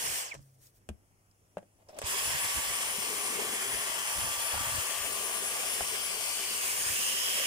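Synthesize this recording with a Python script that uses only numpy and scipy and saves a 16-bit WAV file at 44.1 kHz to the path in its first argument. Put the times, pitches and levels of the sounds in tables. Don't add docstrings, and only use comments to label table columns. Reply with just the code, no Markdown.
import sys
import numpy as np
from scipy import signal
from scipy.fft import rfft, irfft, next_fast_len
from scipy.io import wavfile
from scipy.ndimage import uniform_filter1d, map_coordinates

SR = 44100
rng = np.random.default_rng(int(sys.argv[2]) if len(sys.argv) > 2 else 0)


def int16_out(signal):
    q = np.round(np.clip(np.atleast_2d(signal).T, -1, 1) * 32767)
    wavfile.write(sys.argv[1], SR, q.astype(np.int16))


def natural_amplitude(level_db):
    exponent = np.asarray(level_db, float) / 20
    return 10 ** exponent


N = 328986

# (time [s], shaft rate [Hz])
BRAKE = [(0, 1150), (.19, 1170), (.25, 766), (.285, 583), (.308, 440), (.322, 380), (.336, 308), (.37, 40)]
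START = [(2.01, 39.9), (2.018, 129), (2.029, 337), (2.041, 515.6), (2.052, 710), (2.065, 1036),
         (2.099, 1135)]
RUN = [(2.14, 1122.5), (2.3, 1131.9), (2.8, 1154), (3.05, 1160), (3.75, 1166.3), (3.95, 1166.2),
       (4.1, 1167.5), (4.57, 1168.4), (4.7, 1171.1), (5.3, 1171.7), (5.62, 1168), (6.07, 1170),
       (6.2, 1175.5), (6.35, 1178.5), (6.75, 1172.5), (7.2, 1175.9), (7.46, 1172.7)]
FULL_HZ = 1170
# (time [s], nearness [dB], housing facing ports [dB], depth in corner [dB], left turn [dB])
POSE = [(0.05, 0.5, -3, -1.5, -2.5), (.3, 2, -5.5, -6, -0.5), (2.1, 1.5, 0, 3.5, -2.5),
        (2.35, 1, 2, -5.5, 0.5), (2.6, 1.5, -0.5, -8, -1.5), (2.85, -0.5, 1, 0, 1),
        (3.15, -0.5, -0.5, 6, 2.5), (3.44, -1, -0.5, 7.5, 2), (3.75, -1, 0, 4.5, 1.5),
        (4.0, -1.5, 1, 0, 3.5), (4.2, 0, 0, -7, 0.5), (4.65, -0.5, 1, -5, 2.5), (5.05, -1, -3, 0, 5.5),
        (5.5, -1, -1.5, 6.5, 2), (5.85, -0.5, -1, 1, 1.5), (6.1, -1.5, 0, -1, 4),
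        (6.42, -0.5, -4, -3.5, 2.5), (6.7, 2, -2.5, 1.5, -0.5), (7, 3, -2.5, -1.5, -2.5),
        (7.25, 1.5, -2.5, -0.5, -0.5), (7.46, 1.5, 1, 4.5, -1.5)]
# (time [s], lag [ms])
LAG = [(0, 0.36), (2, 0.25), (3.5, 0.18), (4.8, 0.25), (5.1, -0.205), (6.3, -0.2), (6.6, 0.29)]
# (time [s], length [s], level [dB], left-right [dB])
BEAMS = [(2.272, 0.059, -45, 2), (2.413, 0.028, -41, 10), (2.562, 0.057, -47, -11), (2.748, 0.047, -50, 9),
         (2.9, 0.067, -46, 1), (3.238, 0.063, -49, 13), (3.454, 0.011, -48, 11), (3.54, 0.028, -48.5, 13),
         (3.615, 0.016, -51, 1), (3.748, 0.084, -48, 20), (3.95, 0.043, -56, 9), (4.077, 0.017, -50, -6),
         (4.202, 0.11, -43, 4), (4.463, 0.058, -46, 18), (4.56, 0.027, -58, 0), (4.7, 0.04, -48, -8),
         (4.884, 0.02, -54, 4), (5.159, 0.023, -50, 12), (5.263, 0.027, -47, 16), (5.365, 0.055, -47.5, 16),
         (5.478, 0.04, -49.5, 27), (5.726, 0.04, -46, 20), (5.875, 0.023, -51, 5), (6.059, 0.034, -44, 7),
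         (6.23, 0.05, -52, 12), (6.38, 0.04, -54, 9), (6.825, 0.033, -51, 4), (6.937, 0.037, -57, 9),
         (7.122, 0.036, -52, 5), (7.254, 0.025, -58, 11), (7.322, 0.013, -54, 6), (7.397, 0.023, -60, 3)]
# (left [dB], right [dB])
BLADE_DB = (-52, -58)
EIGHTH_DB = (-53.5, -66)
# (time [s], level [dB])
SHAKE = [(2.14, -62), (2.4, -57), (2.55, -50), (2.8, -51), (2.95, -55), (3.3, -54), (3.7, -55), (4.0, -49),
         (4.35, -49), (4.7, -47), (4.85, -54), (5.1, -54), (5.5, -57), (5.7, -53), (6.1, -58), (6.4, -54),
         (6.7, -60), (7.46, -62)]
# (time [s], length [s], level [dB], left-right [dB])
DUCT_PASSES = [
    (.05, .06, -47, 6),
    (2.11, .03, -47, 3),
    (.26, .012, -53, 0),
    (.285, .012, -53, 0),
    (2.043, .007, -47, 0),
    (2.067, .007, -44, 0),
]
# (time [s], length [s], level [dB], left-right [dB])
GROWLS = [
    (.312, .006, -49, -4),
    (.322, .006, -35.5, -4),
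    (.333, .005, -46, -4),
    (2.026, .007, -50, -4),
]
SWING_DB, SWING_POWER = -54, 1.6
# (level at full speed [dB], power of speed, left-right [dB], share of nearness, share of turn)
AIR = [
    (-47, 0.75, -3.5, 0.087, 0.63),
    (-42, 1.4, 0, 0.52, 0.9),
    (-41, 1.8, -1, 1, 0.49),
    (-41, 3, 5.5, 1.37, 1),
]
# (frequency [Hz], density [dB per Hz])
BODY = [(280, -59), (480, -6), (669, -3.5), (852, -6), (1140, 1), (1240, -6.5), (1400, -8), (1820, -8.5),
        (3080, -120)]
NOZZLE = [(820, -20), (1400, -7), (1570, -3.5), (1880, -1), (3060, 0), (3390, -1.5), (3800, -17.5),
          (4940, -51), (8360, -120)]
CYCLONE = [(2240, -37), (3800, -6), (5220, 0), (6120, -1), (8000, 1.5), (10400, -55), (17600, -120)]
EXHAUST = [(4710, -19.5), (8000, -12), (8350, 4), (9160, 3), (12700, -5), (13800, -2), (14800, -7.5),
           (15400, 2), (15900, -36)]
FACING_SHARE = (0.83, 0.81, 0.24, 0.051)
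RAISED_DB = (0.13, -0.67, 0.24, -0.22)
# (time [s], level [dB], t60 [s]); its share in each air layer [dB]
PUFFS = [
    (.34, -53, 0.24),
    (1.986, -47.5, 0.29),
]
PUFF_DB = (-13, -16, -6, -18)
# (frequency [Hz], correlation)
ALIKE = [(40, .6), (120, .8), (280, .93), (600, .75), (1200, .6), (2500, .4), (6000, .3), (12000, .05)]
# (frequency [Hz], extra left-right [dB])
SHADOW = [(7500, 0.5), (9000, 5.5), (10500, 2.5), (12000, -1.5), (15000, -2)]
PORTS = [(150, 1.5), (260, 0.5), (420, 0), (740, 1.5), (930, -1), (1300, 1), (1900, -3.5), (2800, 0)]
# (time [s], length [s], frequency [Hz], left [dB], right [dB])
WALLS = [(2.213, 0.15, 2100, -3, -2.5), (2.496, 0.63, 932, 0, 6), (2.699, 0.64, 760, 2.5, 0.5),
         (2.603, .4, 530, -2, 3.5), (2.499, 0.078, 1800, 2, -3), (2.9, 0.44, 2280, 1, 2.5),
         (3.303, 0.23, 1629, -2, -1), (3.502, 0.2, 810, 4, 10.5), (3.55, 0.18, 990, 2, -1),
         (3.647, 0.19, 1370, 1, -1), (3.696, 0.18, 680, -2, 6), (3.947, 0.14, 497, -10, -11),
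         (4.154, 0.2, 907, 5, 7.5), (4.302, 0.18, 602, -3, 3), (4.55, 0.48, 2040, -1, -1.5),
         (4.65, 0.4, 917, 3, 6), (4.6, .2, 1350, 8.5, 1), (5.05, 0.47, 645, 1.5, 5.5),
         (5.604, 0.16, 771, 4, 6), (5.605, 0.16, 2470, 2, 0.5), (6.099, 0.45, 1800, -11, -2.5),
         (6.1, .3, 4900, 7.5, -1), (6.2, 0.29, 1220, -11, -1), (6.546, 0.13, 2577, 1.5, -5),
         (6.5, 0.17, 4700, 2, 4), (6.896, 0.54, 764, 2.5, -5), (7.095, .35, 1050, 0, -1),
         (7.203, 0.29, 2050, -5, 1.5), (7.302, 0.19, 5270, 1, 5), (6.954, .15, 10500, -5, 4)]
WALL_OCTAVES = 0.15
# (frequency [Hz], density [dB per Hz])
BIN = [(120, -30), (200, -11), (335, -12), (385, 0), (430, -2), (480, -5), (620, -28), (1000, -120)]
POCKET = [(250, -60), (420, -12), (500, 0), (600, -2), (720, -14), (1200, -60)]
# (time [s], length [s], level [dB], left-right [dB])
BOOMS = [(3.42, 0.11, -56, -3), (5.6, .12, -50.5, 3), (7.4, 0.03, -46, -1)]
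DRONE_DB, DRONE_PAN_DB, DRONE_POWER = -56, 1.5, 0.98
# (frequency [Hz], density [dB per Hz])
QUIET = [(15, -27), (30, -14), (60, -15), (150, -19), (300, -24), (700, -27), (1500, -34), (3200, -37.5),
         (3800, -47), (5300, -37), (10500, -35), (14500, -46), (15900, -40)]
# (time [s], length [s], level [dB], left-right [dB])
GUSTS = [(.09, 0.059, -57.5, -11), (.39, 0.034, -57, -13), (2.05, 0.031, -57, -2), (2.27, 0.028, -47, -7),
         (2.35, 0.032, -62, -25), (2.44, 0.024, -54.5, -22), (2.58, 0.024, -50.5, -12),
         (2.69, 0.027, -59.5, -21), (2.77, 0.046, -59.5, -12), (2.88, 0.031, -60, -8),
         (3.02, 0.052, -64, 0), (3.3, 0.21, -74, 0), (3.74, 0.058, -58, 2), (4.18, 0.025, -49, -17),
         (4.245, 0.026, -50, -23), (4.295, 0.026, -52.5, -19), (4.39, 0.021, -55, -14),
         (4.615, 0.024, -49, -14), (4.67, 0.029, -50, -3), (4.76, 0.042, -48.5, 2), (5.02, 0.039, -54, 4),
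         (5.15, 0.058, -58, 3), (5.4, 0.15, -81, 2), (5.66, 0.053, -64, 5), (5.83, 0.028, -56, 0),
         (6.7, 0.11, -71, -4), (6.9, 0.056, -57.5, -3)]
# (frequency [Hz], density [dB per Hz])
RUMBLE = [(12, -29), (20, -24), (49, -1.5), (91, 1), (146, -4.5), (188, -12.5), (260, -13.5), (340, -13),
          (570, -120)]
BREEZE_DB, BREEZE_PAN_DB = -93, 8
# (time [s], peak [dB], click [dB], thump [dB], shell pitch [Hz])
BUMPS = [(0.34, -47.5, -1, -27, 600), (.349, -40, -8.5, -27, 605), (0.39, -61, -8, -19, 603),
         (0.888, -37, -5.5, -1, 370), (0.901, -44.5, -20, 7.5, 290), (1.569, -23.5, -22.5, -23.5, 586),
         (1.5755, -36, -20, -22, 560), (1.58, -38, -12, -20, 480), (1.586, -39, -18, -20, 600),
         (1.627, -48, -17, -20, 560), (1.887, -51, -14, -27, 620), (1.986, -45, 5, -38, 600),
         (2.015, -37, -2, -25, 620), (2.023, -36, -5, -23, 970), (2.98, -48, -30, 1.5, 460),
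         (4.54, -26, -16, -29, 781), (4.55, -37, -15, -26, 565), (4.574, -30, -22, -27, 800),
         (5.8054, -19, -19, -38, 690), (5.807, -50, -30, 0.5, 400)]
# (frequency [Hz], level [dB], t60 [s])
SHELL = [(330, -14, .03), (434, -11, .035), (570, -9, .035), (770, -10, .022), (1015, -14, .02),
         (1620, -9, .04), (2100, -16, .03)]
# (frequency [Hz], density [dB per Hz])
CLICK = [(200, -21), (590, 6), (1000, -7.5), (2740, -6), (3220, -8.5), (4350, -18), (8410, -6.5),
         (14800, -22), (15900, -29)]
SHELL_DB_PER_OCTAVE, BLOW_DB, BLOW_CYCLES = 8, 6, 8
CRACK_DB, CRACK_T60_S, SCATTER_T60_S = 1.5, 0.015, .05
BOARD_HZ, SKIRTING_HZ = 68.6, 210
# (frequency [Hz], t60 [s])
CORNER = [(150, 0.25), (1500, 0.21), (10000, 0.05)]
# (frequency [Hz], density [dB per Hz])
TICKS = [(.378, -52, .03), (.426, -56, .03), (.553, -66, .02), (.669, -48, .03), (.77, -60, .02),
         (1.3125, -56.5, .03), (1.866, -67, 0.033), (1.887, -49, 0.14), (1.945, -50, .04),
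         (1.967, -47, 0.039)]
JOINT = [(1200, -30), (2800, -8), (4000, -11), (5200, 10), (6800, -3), (8600, 0), (11000, -12),
         (15800, -17)]
# (frequency [Hz], density [dB per Hz])
RUSTLES = [(0.428, 0.03, -74), (0.498, 0.071, -71.5), (0.656, 0.047, -63), (0.766, 0.025, -68.5),
           (1.922, 0.02, -70), (1.977, 0.011, -63)]
CLOTH = [(500, -38), (1000, -14), (1980, -11), (2230, -16), (8200, -7), (15900, -8)]
# (frequency [Hz], density [dB per Hz])
SQUEEZE = [(1.76, -89), (1.8, -73), (1.816, -69), (1.826, -68), (1.84, -85), (1.882, -71), (1.89, -59),
           (1.93, -63), (1.97, -53.5), (1.98, -55.5), (2.0, -50)]
GRIP = [(250, -11), (420, -9), (600, 3), (900, -7), (1600, -19), (3000, -18), (5500, -31), (12000, -39),
        (15900, -40)]
# (time [s], peak [dB], frequency [Hz], cycles)
THUDS = [
    (2.039, -36.5, 79.4, 6.3),
    (4.534, -40.5, 76.6, 19),
    (4.565, -38, 90, 8.2),
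    (5.809, -43, 75, 7.1),
]
# (time [s], frequency [Hz], level [dB])
TUBE = [(6.25, 3022, -71), (6.39, 3000, -42), (6.55, 2950, -44), (6.7, 2450, -46), (6.76, 2050, -51),
        (6.83, 1750, -47), (6.9, 1750, -41), (6.91, 2500, -44), (6.98, 2800, -38.5), (7.05, 2888, -38.5),
        (7.25, 3095, -36.5), (7.46, 3042, -37.5)]


def unit(x):
    return x / np.sqrt(np.mean(x ** 2) + 1e-20)


def along(points, hz):
    f, value = np.transpose(points)
    return np.interp(np.log(hz + 1), np.log(f + 1), value)


def curves(*spans):
    t = np.arange(N) / SR
    s, *columns = np.concatenate(spans).T
    gate = 0 < sum((t >= rows[0][0]) & (t <= rows[-1][0]) for rows in spans)
    return [np.interp(t, s, c) for c in columns], uniform_filter1d(1. * gate, size=800)


def ears(pan_db):
    return natural_amplitude(np.outer([.5, -.5], pan_db))


def wobble(rate):
    knots = rng.standard_normal(int(N * rate / SR) + 4)
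    return map_coordinates(knots, [np.arange(N) * rate / SR])


def filtered(x, response):
    m = next_fast_len(x.shape[-1] + 8192)
    return irfft(rfft(x, m) * response(np.fft.rfftfreq(m, 1 / SR)), m)[..., :x.shape[-1]]


def swells(rows):
    t = np.arange(N) / SR
    return sum(natural_amplitude(db) * ears(pan_db) * np.exp(-((t - s) / length) ** 2) for s, length, db, pan_db in rows)


def rush(spectrum, patchy_db, drift_db, alike=ALIKE):
    def mid_side(hz):
        turn = np.arccos(np.clip(along(alike, hz), -1, 1)) / 2
        return natural_amplitude(along(spectrum, hz)) * np.array([np.cos(turn), np.sin(turn)])

    mid, side = filtered(rng.standard_normal((2, N)), mid_side)
    hz, t, z = signal.stft([mid + side, mid - side], SR, nperseg=512)
    lag_s = np.interp(t, *np.transpose(LAG)) / 1000
    z[0] *= np.exp(-2j * np.pi * np.outer(hz, lag_s))

    def blur(tall, wide):
        patches = uniform_filter1d(rng.standard_normal(z.shape), tall, axis=1)
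        return unit(uniform_filter1d(patches, wide, axis=2))

    gain = natural_amplitude(patchy_db * blur(tall=6, wide=8) + drift_db * blur(tall=4, wide=70))
    gain = gain * ears(along(SHADOW, hz) + along(PORTS, hz))[..., None]
    pair = signal.istft(z * gain, nperseg=512)[1][:, :N]
    return pair / np.sqrt(np.mean(pair.mean(0) ** 2))


def shaft():
    (hz,), turning = curves(BRAKE, START + RUN)
    return hz, turning * hz / FULL_HZ


def tone(hz, order, db, jitter, echo, rate=30):
    def per_ear(speed):
        return np.array([wobble(speed), wobble(speed)])

    phase = 2 * np.pi * order * np.cumsum(hz) / SR
    phase = phase + jitter * per_ear(rate) + .55 * per_ear(1.5)
    wave = np.sin(phase) + echo * np.sin(phase + 3.1 * per_ear(5.5))
    return np.sqrt(2 / (1 + echo ** 2)) * natural_amplitude(db) * wave


def motor():
    (hz, speed), running = shaft(), curves(RUN)[1]
    blade_gain = natural_amplitude(np.reshape(BLADE_DB, (2, 1))) + natural_amplitude(1.5) * swells(BEAMS)
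    steady = blade_gain * tone(hz, order=9, db=0, jitter=.15, echo=.2)
    eighth_db = np.reshape(EIGHTH_DB, (2, 1)) + 3.5 * wobble(6)
    steady += tone(hz, order=8, db=eighth_db, jitter=.25, echo=.7)
    steady += tone(hz, order=1, db=curves(SHAKE)[0][0] - 1 + 2 * wobble(7), jitter=.5, echo=.4)
    glide = tone(hz, order=9, db=0, jitter=1.8, echo=.5, rate=300)
    swing = natural_amplitude(SWING_DB) * glide + tone(hz, order=1, db=SWING_DB - 14, jitter=.22, echo=.25)
    growl = swells(DUCT_PASSES) * glide
    growl += swells(GROWLS) * tone(hz, order=6, db=0, jitter=1.9, echo=.3, rate=300)
    return steady * running + swing * (1 - running) * speed ** SWING_POWER + growl


def air():
    (near_db, facing_db, _, turn_db), speed = curves(POSE)[0], shaft()[1]
    t = np.arange(N) / SR
    puff = sum((t > s) * natural_amplitude(db - 60 * np.abs(t - s) / t60) for s, db, t60 in PUFFS)
    flutter, out = 0.56 * wobble(45), 0
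    layers = zip((BODY, NOZZLE, CYCLONE, EXHAUST), AIR, PUFF_DB, FACING_SHARE, RAISED_DB)
    for colour, (db, power, pan_db, near, turn), puff_db, facing, raised_db in layers:
        held_db = near * near_db + facing * facing_db + raised_db * (t < 1)
        level = natural_amplitude(db + held_db + flutter) * speed ** power + natural_amplitude(puff_db) * puff
        out = out + level * ears(pan_db + turn * turn_db) * rush(colour, patchy_db=1.35, drift_db=1.5)
    return out


def walls(x):
    hz, t, z = signal.stft(x, SR, nperseg=1024)
    db = 0
    for s, length, f, left_db, right_db in WALLS:
        band = np.exp(-(np.log2((hz + 1) / f) / WALL_OCTAVES) ** 2)
        spell = np.exp(-((t - s) / length) ** 2)
        db = db + np.multiply.outer([left_db, right_db], np.outer(band, spell))
    return signal.istft(z * natural_amplitude(db), nperseg=1024)[1][:, :N]


def drone():
    _, _, depth_db, turn_db = curves(POSE)[0]
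    level = natural_amplitude(DRONE_DB + depth_db) * shaft()[1] ** DRONE_POWER
    hollow = level * ears(DRONE_PAN_DB + 0.72 * turn_db) * rush(BIN, patchy_db=3.5, drift_db=-0.7)
    return hollow + swells(BOOMS) * rush(POCKET, patchy_db=-0.2, drift_db=2.5)


def room_tone():
    phase = 2 * np.pi * 101 * np.arange(N) / SR
    hum = natural_amplitude(-70 + 0.49 * wobble(13)) * np.sin(phase + 0.25 * wobble(7.3))
    return hum + natural_amplitude(-70 + 0.4 * wobble(1.3)) * rush(QUIET, patchy_db=1.5, drift_db=1.5)


def wind():
    breeze = natural_amplitude(BREEZE_DB + 0.83 * wobble(6)) * ears(BREEZE_PAN_DB) * shaft()[1]
    lumps = natural_amplitude(3.5 * wobble(23.12) + 0.8 * np.array([wobble(34), wobble(20)]))
    pressure = rush(RUMBLE, patchy_db=.8, drift_db=.3, alike=[(30, .45), (200, .85)])
    return (swells(GUSTS) + breeze) * lumps * pressure


def bumps():
    out, t = np.zeros((2, N + SR)), np.arange(SR // 4) / SR

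    def ring(hz, cycles):
        return -natural_amplitude(-60 * t * hz / cycles) * np.sin(2 * np.pi * hz * t) * (1 - np.exp(-t / .0012))

    click_fade = natural_amplitude(CRACK_DB - 60 * t / CRACK_T60_S) + natural_amplitude(-2.5 - 60 * t / SCATTER_T60_S)
    for s, db, click_db, thump_db, hz in BUMPS:
        shell = natural_amplitude(BLOW_DB) * ring(hz, BLOW_CYCLES)
        for f, level, t60 in SHELL:
            shell += natural_amplitude(level - SHELL_DB_PER_OCTAVE * abs(np.log2(f / hz))) * ring(f, f * t60)

        def dull(f):
            return natural_amplitude(along(CLICK, f) + 0.6 * click_db * np.log2(1 + f / 2500))

        click = unit(filtered(rng.standard_normal((2, len(t))), dull)) * click_fade
        if hz < 450:
            thump = -np.pad(ring(BOARD_HZ, 6.7), (130, 0))[:len(t)]
        else:
            thump = ring(SKIRTING_HZ, 15)
        thump = thump + natural_amplitude(-0.5) * ring(202.3, 16.4)
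        knock = natural_amplitude(-1) * shell + natural_amplitude(click_db + 2.5) * click + natural_amplitude(thump_db + 3) * thump
        out[:, round((s + .0016) * SR):][:, :len(t)] += natural_amplitude(db) * knock
    return out[:, :N]


def corner(x):
    hz, t, z = signal.stft(rng.standard_normal((2, SR // 3)), SR, nperseg=256)
    decay = natural_amplitude(-60 * t / along(CORNER, hz)[:, None])
    tail = signal.istft(z * decay, SR, nperseg=256)[1]
    return signal.fftconvolve(x, tail / np.linalg.norm(tail[0]), axes=1)[:, :N]


def valve():
    t = np.clip(np.arange(N) / SR - .358, 0, None)
    return natural_amplitude(-51.5 - 60 * t / 1.1 + .6 * wobble(27)) * np.sin(2 * np.pi * (140 * t - 20 * t * t))


def ticks():
    t = np.arange(N) / SR
    snap = sum((t > s) * natural_amplitude(db - 11 - 60 * np.abs(t - s) / t60) for s, db, t60 in TICKS)
    return snap * rush(JOINT, patchy_db=0, drift_db=0)


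def rustles():
    t = np.arange(N) / SR
    swell = sum(natural_amplitude(db) * np.exp(-((t - s) / length) ** 2) for s, length, db in RUSTLES)
    return swell * natural_amplitude(2 * wobble(60)) * rush(CLOTH, patchy_db=1.5, drift_db=.5)


def trigger():
    (db,), on = curves(SQUEEZE)
    t = np.arange(N) / SR
    switching = natural_amplitude(-51) * np.exp(-((t - 2.008) / 0.0073) ** 2) * np.sin(2 * np.pi * 8000 * t)
    creak = natural_amplitude(db + 3 + 1.5 * wobble(90)) * rush(GRIP, patchy_db=1.5, drift_db=0)
    return on * creak + switching


def thuds():
    t, out = np.arange(N) / SR, 0
    for s, db, hz, cycles in THUDS:
        fade = (t > s) * natural_amplitude(db - 60 * np.abs(t - s) * hz / cycles)
        out = out + fade * np.sin(2 * np.pi * hz * (t - s))
    return out * ears(-8)


def tube():
    (hz, db), on = curves(TUBE)
    slow = unit(filtered(rng.standard_normal((2, 2, N)), lambda f: 1 / (1 + (f / 260) ** 2)))
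    phase = 2 * np.pi * np.cumsum(hz) / SR
    return on * natural_amplitude(db) * ears(-1.17) * (slow[0] * np.cos(phase) + slow[1] * np.sin(phase))


def scene():
    knocks = bumps()
    vacuum = motor() + walls(air()) + drone() + valve() + trigger() + tube()
    handling = knocks + natural_amplitude(-19) * corner(knocks) + ticks() + rustles() + thuds()
    return vacuum + wind() + handling + room_tone()


def roll_off(x):
    return signal.sosfilt(signal.butter(12, 16640, fs=SR, output="sos"), x)


def record(dry):
    mix = filtered(dry, lambda hz: hz < 15800)
    return roll_off(mix)


dry = scene()
out = record(dry)
int16_out(out)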